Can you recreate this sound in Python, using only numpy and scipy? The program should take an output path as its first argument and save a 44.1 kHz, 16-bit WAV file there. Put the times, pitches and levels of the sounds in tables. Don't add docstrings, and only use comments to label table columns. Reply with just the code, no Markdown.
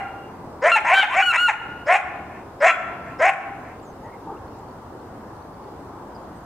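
import sys
import numpy as np
from scipy import signal
from scipy.fft import rfft, irfft
from scipy.io import wavfile
from scipy.ndimage import uniform_filter1d

SR = 44100
rng = np.random.default_rng(int(sys.argv[2]) if len(sys.argv) > 2 else 0)


def decibels_to_gain(level_db):
    exponent = np.asarray(level_db, float) / 20
    return 10 ** exponent


def store_pcm(level_fs):
    pcm = np.round(np.clip(level_fs, -1, 1) * 32767).astype(np.int16)
    wavfile.write(sys.argv[1], SR, np.atleast_2d(pcm).T)


N = 284445

# [f/Hz, level per Hz/dB]
HUM_COLOR = [(12, -30), (20, -32), (85, -0.5), (191, -4), (306, -1), (550, -6), (668, -6.5), (790, -4),
             (1010, -5.5), (2470, -31), (3860, -34.5), (4960, -33.5), (5400, -35.5), (15600, -44.5)]
# [t/s, level/dB]
HUM_LEVEL = [(0.0, -38.5), (6.45, -38.5)]
# [f/Hz, likeness -1 to 1]
HUM_LIKENESS = [(60, 0.97), (180, 1), (550, 0.91), (1650, 0.47), (4970, -0.35), (15000, 0.26)]
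# [f/Hz, left over right/dB]
HUM_LEAN = [(60, 0.34), (380, 0.58), (2380, 0.68), (15000, 0.81)]
# [t/s, level/dB, f/Hz]
INSECT_TICKS = [(3.796, -63, 4650), (3.917, -73, 4600), (4.4772, -62, 4310), (4.6841, -63, 4460),
                (4.7086, -64, 4560), (4.9979, -64, 4344), (5.3635, -65, 4317), (5.4224, -63, 4510),
                (5.5401, -63, 4560), (5.6389, -63, 4330), (5.8649, -70, 4133), (6.1473, -59, 4880)]
# [t/s, length/s, start f/Hz, end f/Hz, level/dB]
BIRD_CHIPS = [
    (3.82, 0.053, 7800, 6380, -60),
    (3.855, 0.075, 6380, 6200, -61),
    (4.02, 0.052, 6640, 6600, -68),
    (4.585, .012, 6800, 7900, -61),
    (4.365, .02, 2700, 2900, -60),
    (6.145, 0.026, 5100, 4770, -54.5),
    (6.17, .06, 4800, 4800, -68),
    (6.345, 0.055, 8180, 8500, -64),
]
# [t/s, length/s, start f/Hz, end f/Hz, level/dB]
FAR_DOG_NOTES = [
    (4.02, 0.096, 857, 940, -37.5),
    (4.03, 0.085, 1791, 1990, -48.5),
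    (4.115, 0.06, 2160, 2070, -51),
    (4.25, 0.091, 880, 830, -31),
    (4.24, 0.14, 458, 396, -37.5),
    (4.25, 0.14, 1190, 1274, -45),
]
# [f/Hz, time to die by 60 dB/s]
WOOD_RING = [(400, 0.64), (700, 1), (1400, 1), (2200, 0.82), (3000, 1), (4000, 0.85), (6000, 0.55),
             (9000, 0.6), (14000, 0.96)]
# [delay/s, level/dB]
TREE_ECHOES = [(0.019, -7), (0.043, -10), (0.074, -22), (0.131, -27), (0.199, -47), (.27, -80),
               (0.431, -35.5)]
# [f/Hz, level/dB]
WOOD_COLOR = [(300, -5.5), (700, -9), (1400, -5), (2800, -16), (3300, -14), (5000, -19), (9000, -19),
              (14000, -14.5)]
# [f/Hz, share]
WOOD_SPREAD = [(400, 0.071), (2000, 0.8), (6000, 3.6), (12000, 3.4)]
# [f/Hz, width/Hz, level/dB]
THROAT_RINGS = [(1030, 134, -3), (1392, 380, -13.5), (1709, 890, -8)]
# [f/Hz, width/Hz, level/dB]
TEETH_RINGS = [(3260, 216, -22.5), (3810, 520, -31), (5580, 400, -35), (6720, 760, -34), (7410, 900, -32),
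               (8400, 1780, -39.5), (10600, 1100, -53), (13000, 3500, -55.5)]
# [length/s, start f/Hz, end f/Hz, level under the bark/dB]
TEETH_HISS = (0.07, 5050, 5704, -36)
# [t/s, length/s, effort level/dB, top f/Hz, share of length before the chest gives out]
BARKS = [
    (0.611, .114, -9.5, 742, 0.63),
    (1.855, 0.13, -9.5, 815.4, 0.82),
    (2.596, .127, -6, 783, 0.61),
    (3.181, .134, -10, 784.4, 0.925),
]
RUN_ON_BARKS = [
    (.895, .062, -7.5, 820, .75),
    (1.135, 0.097, -10, 831.5, 0.76),
]
# [t/s, length/s, effort level/dB, start f/Hz, top f/Hz]
GROWLED_STARTS = [
    (.84, 0.072, -10, 796, 1030),
    (0.889, 0.033, -8.5, 825, 972),
    (1.075, 0.09, -19, 834, 1176),
]
# [t/s, length/s, effort level/dB, start f/Hz, end f/Hz]
ROUGH_ENDS = [
    (.75, .055, -11, 880, 830),
    (1.02, 0.051, -15.5, 880, 756),
    (1.476, 0.052, -11.5, 1000, 580),
]
VOICE_CRACKS = [
    (1.315, .06, -12, 978.6, 941),
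]
EARLIER_BARK = (-.2, 0.1847, -22.5, 775.5, 757)
# [rise/share of length, rise depth/dB, chest over mouth level/dB,
# chest fade/dB, mouth fade/dB, mouth f per pitch f]
BARK_KIND = (0.39, 37.5, 1, 4, 8.1, 3.127)
RUN_ON_KIND = (0.58, 33, 0.83, 3.5, 4.6, 3.23)
GROWL_KIND = (1.85, 15.5, -1.5, 27, -1, 2.44)
END_KIND = (0.22, 46, 0.17, 44, 21.5, 2.84)
CRACK_KIND = (0.75, 19, -17, 6, 20.5, 2.5)
EARLIER_KIND = (.3, 20, 7, 3.9, 6, 2.94)
BARK_ROUGH = (.22, .4)
RUN_ON_ROUGH = (.12, .3)
GROWL_ROUGH = (.2, .45)
END_ROUGH = (.15, .4)
CRACK_ROUGH = (.6, .45)
# [f/Hz, level/dB]
YELP_COLOR = [(3200, 0.5), (4300, -23), (5700, -32), (7200, -21.5), (8600, -27), (10000, -34.5),
              (11500, -34.5), (13000, -36), (15000, -37)]
# [t of the top/s, top f/Hz]
YELP_ARCHES = [
    (-.21, 1412),
    (.727, 1378),
    (.981, 1550),
    (1.235, 1465),
    (1.434, 1441),
    (2.69, 1350),
]
# [upper partials level/dB, half-pitch lines 0-1, hoarseness 0-1]
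YELP_VOICES = [
    (-20.5, 0, 0.1),
    (-14.5, 0, 0.11),
    (-20, 0.98, 0.45),
    (-18.5, 0, 0.04),
    (-20, 0.03, 0.05),
    (-25.5, 0.37, 0.27),
]
# [t/s, level/dB]
YELP_BREATH = [
    [(-.26, -15.5), (-.17, -20)],
    [(.716, -7), (.74, -20), (.752, -14), (.76, -33)],
    [(.94, -12.5), (.962, -12), (1.0, -9.5), (1.015, -22.5), (1.035, -18.5)],
    [(1.222, -7), (1.25, -29.5), (1.28, -13), (1.293, -19), (1.306, -15), (1.324, -28)],
    [(1.364, -30.5), (1.392, -16), (1.405, -21), (1.455, -13.5), (1.472, -18.5), (1.48, -21), (1.491, -38)],
    [(2.665, -22), (2.69, -15), (2.72, -19.5)],
]


def evened(x):
    return x / np.sqrt(np.mean(x ** 2) + 1e-20)


def read(points, hz):
    f, value = np.transpose(points)
    return np.interp(np.log(hz + 1), np.log(f + 1), value)


def add(mix, s, sound):
    part = mix[round(s * SR):][:len(sound)]
    part += sound[:len(part)]


def wander(count, hz):
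    pole = np.exp(-2 * np.pi * 1.5 * hz / SR)
    noise = rng.standard_normal(count + 2000)
    smooth = signal.lfilter([1], np.convolve([1, -pole], [1, -pole]), noise)
    return np.clip(evened(smooth[-count:]), -2, 2)


def resonate(x, hz, width):
    turn = np.exp(2j * np.pi * np.cumsum(hz * np.ones(len(x))) / SR)
    r = np.exp(-np.pi * width / SR)
    once = signal.lfilter([1 - r], [1, -r], x / turn)
    twice = signal.lfilter([1 - r], [1, -r], once)
    return 2 * (turn * twice).real


def hum(patchy_db=1.17):
    frames, hz = N // 256 + 5, np.fft.rfftfreq(1024, 1 / SR)
    a, b, c, d, patches = rng.standard_normal((frames, 513, 5)).T
    patches = uniform_filter1d(patches, size=8, axis=0)
    patches = evened(uniform_filter1d(patches, size=20, axis=1))
    same = np.clip(read(HUM_LIKENESS, hz), -1, 1)[:, None]
    left = a + 1j * b
    right = same * left + np.sqrt(1 - same ** 2) * (c + 1j * d)
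    lean_db = np.outer([.5, -.5], read(HUM_LEAN, hz))[:, :, None]
    level_db = read(HUM_COLOR, hz)[:, None] + patchy_db * patches + lean_db
    spectra = np.array([left, right]) * decibels_to_gain(level_db)
    sound = signal.istft(spectra, nperseg=1024, noverlap=768)[1][:, :N]
    s, db = np.transpose(HUM_LEVEL)
    return decibels_to_gain(np.interp(np.arange(N) / SR, s, db)) * evened(sound)


def insect(length=0.0069):
    out, t = np.zeros(N), np.arange(0, length, 1 / SR)
    for s, db, hz in INSECT_TICKS:
        add(out, s, decibels_to_gain(db + 6) * np.sin(2 * np.pi * hz * t) * np.hanning(len(t)))
    return out


def far_calls(table, tone_share=0.23, blur=0.13):
    out = np.zeros(N)
    for s, length, hz, end_hz, db in table:
        glide = np.linspace(hz, end_hz, round(length * SR))
        tone = np.sqrt(2) * np.sin(2 * np.pi * np.cumsum(glide) / SR)
        fuzz = evened(resonate(rng.standard_normal(len(glide)), glide, blur * hz))
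        note = tone_share * tone + 0.65 * fuzz
        add(out, s, decibels_to_gain(db) * note * signal.windows.tukey(len(glide), .5))
    return out


def wood(x, tail_db=-10, smear=.1):
    t = np.arange(2 * SR) / SR
    taps = rng.standard_normal((3, len(t)))
    build_up = np.clip((t - .006) / .03, 0, 1)
    hz, ts, z = signal.stft(taps * build_up, SR, nperseg=256)
    dying = decibels_to_gain(-60 * ts / read(WOOD_RING, hz)[:, None])
    tail = signal.istft(z * dying, SR, nperseg=256)[1][:, :len(t)]
    echoes = np.zeros(len(t))
    for s, db in TREE_ECHOES:
        spread_s = smear * s
        echoes += decibels_to_gain(db) * np.exp(-((t - s) / spread_s) ** 2) / np.sqrt(spread_s * SR)
    field = rfft(decibels_to_gain(tail_db) * tail / np.linalg.norm(tail[0]) + taps * echoes)
    hz = np.fft.rfftfreq(len(t), 1 / SR)
    sides = field[0] + read(WOOD_SPREAD, hz) * field[1:]
    sides = irfft(sides * decibels_to_gain(read(WOOD_COLOR, hz)))
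    return signal.fftconvolve(x[None], sides, axes=1)[:, :len(x)]


def first_hiss():
    length, hz, end_hz, db = TEETH_HISS
    hisses = [(row[0], length, hz, end_hz, row[2] + db) for row in BARKS]
    return far_calls(hisses, tone_share=0, blur=.1)


def bark_motion(row, kind, roughness, climbs, chest_share=1):
    s, length, effort_db, first_hz, last_hz = row
    rise, depth_db, chest_db, chest_fade_db, mouth_fade_db, ratio = kind
    rough_start, rough_end = roughness
    give_out_db, give_out_s, wide_open_hz = 21, 0.009, 2700
    u = np.arange(0, length, 1 / SR) / length
    before = np.maximum(1 - u / rise, 0)
    after = np.maximum(u - rise, 0) / (1 - rise)
    level_db = effort_db - depth_db * before ** 1.75
    given_out = np.clip((u - chest_share) * length / give_out_s, 0, 1)
    path = np.sin(np.pi * .58 * u ** 1.3) if climbs else u
    hz = first_hz + (last_hz - first_hz) * path
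    chest_level_db = level_db + chest_db - chest_fade_db * after ** 2 - give_out_db * given_out
    mouth_level_db = level_db - mouth_fade_db * after ** 2
    mouth_hz = np.minimum(ratio * hz, wide_open_hz)
    rough = rough_start + (rough_end - rough_start) * u
    return s, chest_level_db, hz, mouth_hz, mouth_level_db, rough


def bark(motion, count=2, half=2.62, lift=0.21, unveil=1.3, slide=.24, rasp=0.58, muzzle_hz=3400):
    s, chest_db, hz, mouth_hz, mouth_db, rough = motion
    jitter, shimmer_db, patch_db = .24, 7, 4.5
    size = len(hz)
    rough, opening = np.clip(rough, 0, 1), mouth_hz / 2600
    groups = np.cumsum(hz / count * (1 + jitter * rough * wander(size, 210))) / SR
    between = np.minimum(half * rough, 1)
    folds = np.zeros(size)
    for k in range(2, 34):
        folds += (between if k % count else 1) * np.cos(2 * np.pi * k * groups)
    folds *= decibels_to_gain(shimmer_db * rough * wander(size, 370))
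    puffs = (.5 + np.exp(-(count * groups % 1) / 2.5)) * rng.standard_normal(size)
    drive = (1 - rough) * evened(folds) + rough * evened(puffs)
    airy = drive + rasp * rng.standard_normal(size)
    chest = evened(resonate(drive, hz, 300))
    lips = resonate(drive, np.minimum(1.16 * mouth_hz, 2800), 330)
    mouth = resonate(drive, mouth_hz, 520) + 0.55 * resonate(drive, 0.935 * mouth_hz, 400) - 0.63 * lips
    throat, teeth = np.zeros(size), np.zeros(size)
    for f, width, db in THROAT_RINGS:
        throat += decibels_to_gain(db) * resonate(drive, f * (1.17 * opening) ** lift, width)
    for f, width, db in TEETH_RINGS:
        teeth += decibels_to_gain(db + patch_db * wander(size, 20)) * resonate(airy, f * opening ** slide, width)
    muzzle = signal.butter(2, muzzle_hz, fs=SR, output="sos")
    body = signal.sosfilt(muzzle, 1.64 * throat - 0.69 * mouth)
    upper = (body + 1.23 * opening ** unveil * teeth) / np.std(mouth)
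    sound = decibels_to_gain(chest_db) * chest + decibels_to_gain(mouth_db) * upper
    return s, sound * signal.windows.tukey(size, .3)


def yelp_motion(top, voice, effort):
    top_s, top_hz = top
    upper_db, half, hoarse = voice
    s, db = np.transpose(effort)
    t = np.arange(s[0], s[-1], 1 / SR)
    away = (t - top_s) / max(s[-1] - top_s, .05)
    droop = .125 * np.maximum(away, -away / 1.2) ** 3.2
    hz = top_hz * (1 - droop)
    effort_db = np.interp(t, s, db)
    catch = 0.13 * np.exp(-(t - s[0]) / .012)
    steady_db = upper_db - np.maximum(effort_db, -22)
    return s[0], hz, effort_db, steady_db, half + catch, hoarse + catch


def yelp(motion, breath_db=-10, hiss_db=10, dull_db=55):
    s, hz, effort_db, upper_db, half, hoarse = motion
    waver, slip = .001, .022
    flutter_db, flutter_hz = 8, 200
    size = len(hz)
    hoarse = np.clip(hoarse, 0, 1)
    pairs = np.cumsum(hz / 2 * (1 + (waver + slip * hoarse) * wander(size, 214))) / SR
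    air = rng.standard_normal(size)
    breath = resonate(air, 1.8 * hz, 1900)
    hiss = sum(decibels_to_gain(db) * resonate(air, f, width) for f, width, db in TEETH_RINGS)
    hiss *= decibels_to_gain(hiss_db + wander(size, 60))
    voice = np.sqrt(hoarse) * (decibels_to_gain(breath_db) * np.sqrt(hoarse) * breath + hiss) / np.std(breath)
    for k in range(1, 22):
        octaves = np.maximum(np.log2(k * hz / 8400), 0)
        db = read(YELP_COLOR, k * hz / 2) + upper_db * (k > 2) - dull_db * hoarse * octaves
        db += flutter_db * hoarse * wander(size, flutter_hz)
        weight = 1
        if k % 2:
            weight = np.abs(half) * (0.27 if k == 1 else 1)
        voice += np.sqrt(2) * decibels_to_gain(db) * weight * np.cos(2 * np.pi * k * pairs + k * k)
    return s, decibels_to_gain(effort_db) * voice * signal.windows.tukey(size, .1)


def coyote(lead_s=.4):
    out = np.zeros(N + round(lead_s * SR))
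    calls = []
    for rows, kind, rough, start in [(BARKS, BARK_KIND, BARK_ROUGH, .655),
                                     (RUN_ON_BARKS, RUN_ON_KIND, RUN_ON_ROUGH, .72)]:
        for s, length, db, hz, share in rows:
            climb = (s, length, db, start * hz, hz)
            calls.append(bark(bark_motion(climb, kind, rough, True, share)))
    for row in ROUGH_ENDS:
        calls.append(bark(bark_motion(row, END_KIND, END_ROUGH, False)))
    calls.append(bark(bark_motion(EARLIER_BARK, EARLIER_KIND, END_ROUGH, False)))
    for row in GROWLED_STARTS:
        calls.append(bark(bark_motion(row, GROWL_KIND, GROWL_ROUGH, True), count=3))
    for row in VOICE_CRACKS:
        calls.append(bark(bark_motion(row, CRACK_KIND, CRACK_ROUGH, False), count=3))
    for top, voice, effort in zip(YELP_ARCHES, YELP_VOICES, YELP_BREATH):
        calls.append(yelp(yelp_motion(top, voice, effort)))
    for s, sound in calls:
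        add(out, s + lead_s, sound)
    small_body = signal.butter(3, 430, "high", fs=SR, output="sos")
    return signal.sosfilt(small_body, out)


def scene():
    voice = coyote()
    near = (voice + wood(voice))[:, -N:] * decibels_to_gain(np.array([[4.6], [3.5]]))
    dog = far_calls(FAR_DOG_NOTES)
    birds = far_calls(BIRD_CHIPS, tone_share=0.134, blur=.05)
    far = dog + birds + insect() + first_hiss()
    return near + far * decibels_to_gain(np.array([[.3], [-.3]])) + hum()


def roll_off(x):
    return signal.sosfilt(signal.butter(12, 15700, fs=SR, output="sos"), x)


def record(dry, knee_db=-25, share=0.41, recover_db=110, memory_s=0.47, memory_share=0.093):
    power_db = 10 * np.log10(abs(uniform_filter1d((dry ** 2).mean(0), size=600)) + 1e-12)
    fall = np.arange(N) * recover_db / SR
    held_db = np.maximum.accumulate(power_db + fall) - fall
    over_db = np.maximum(held_db - knee_db, 0)
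    keep = np.exp(-1 / (memory_s * SR))
    memory_db = signal.lfilter([1 - keep], [1, -keep], over_db)
    duck_db = share * uniform_filter1d(over_db, size=400) + memory_share * memory_db
    ducked = dry / decibels_to_gain(duck_db)
    ducked = np.tanh(ducked / 1.3) * 1.3
    edge = signal.firwin(511, 15750, window=("kaiser", 9), fs=SR)
    return roll_off(signal.oaconvolve(ducked, edge[None], "same"))


dry = scene()
out = record(dry)
store_pcm(out)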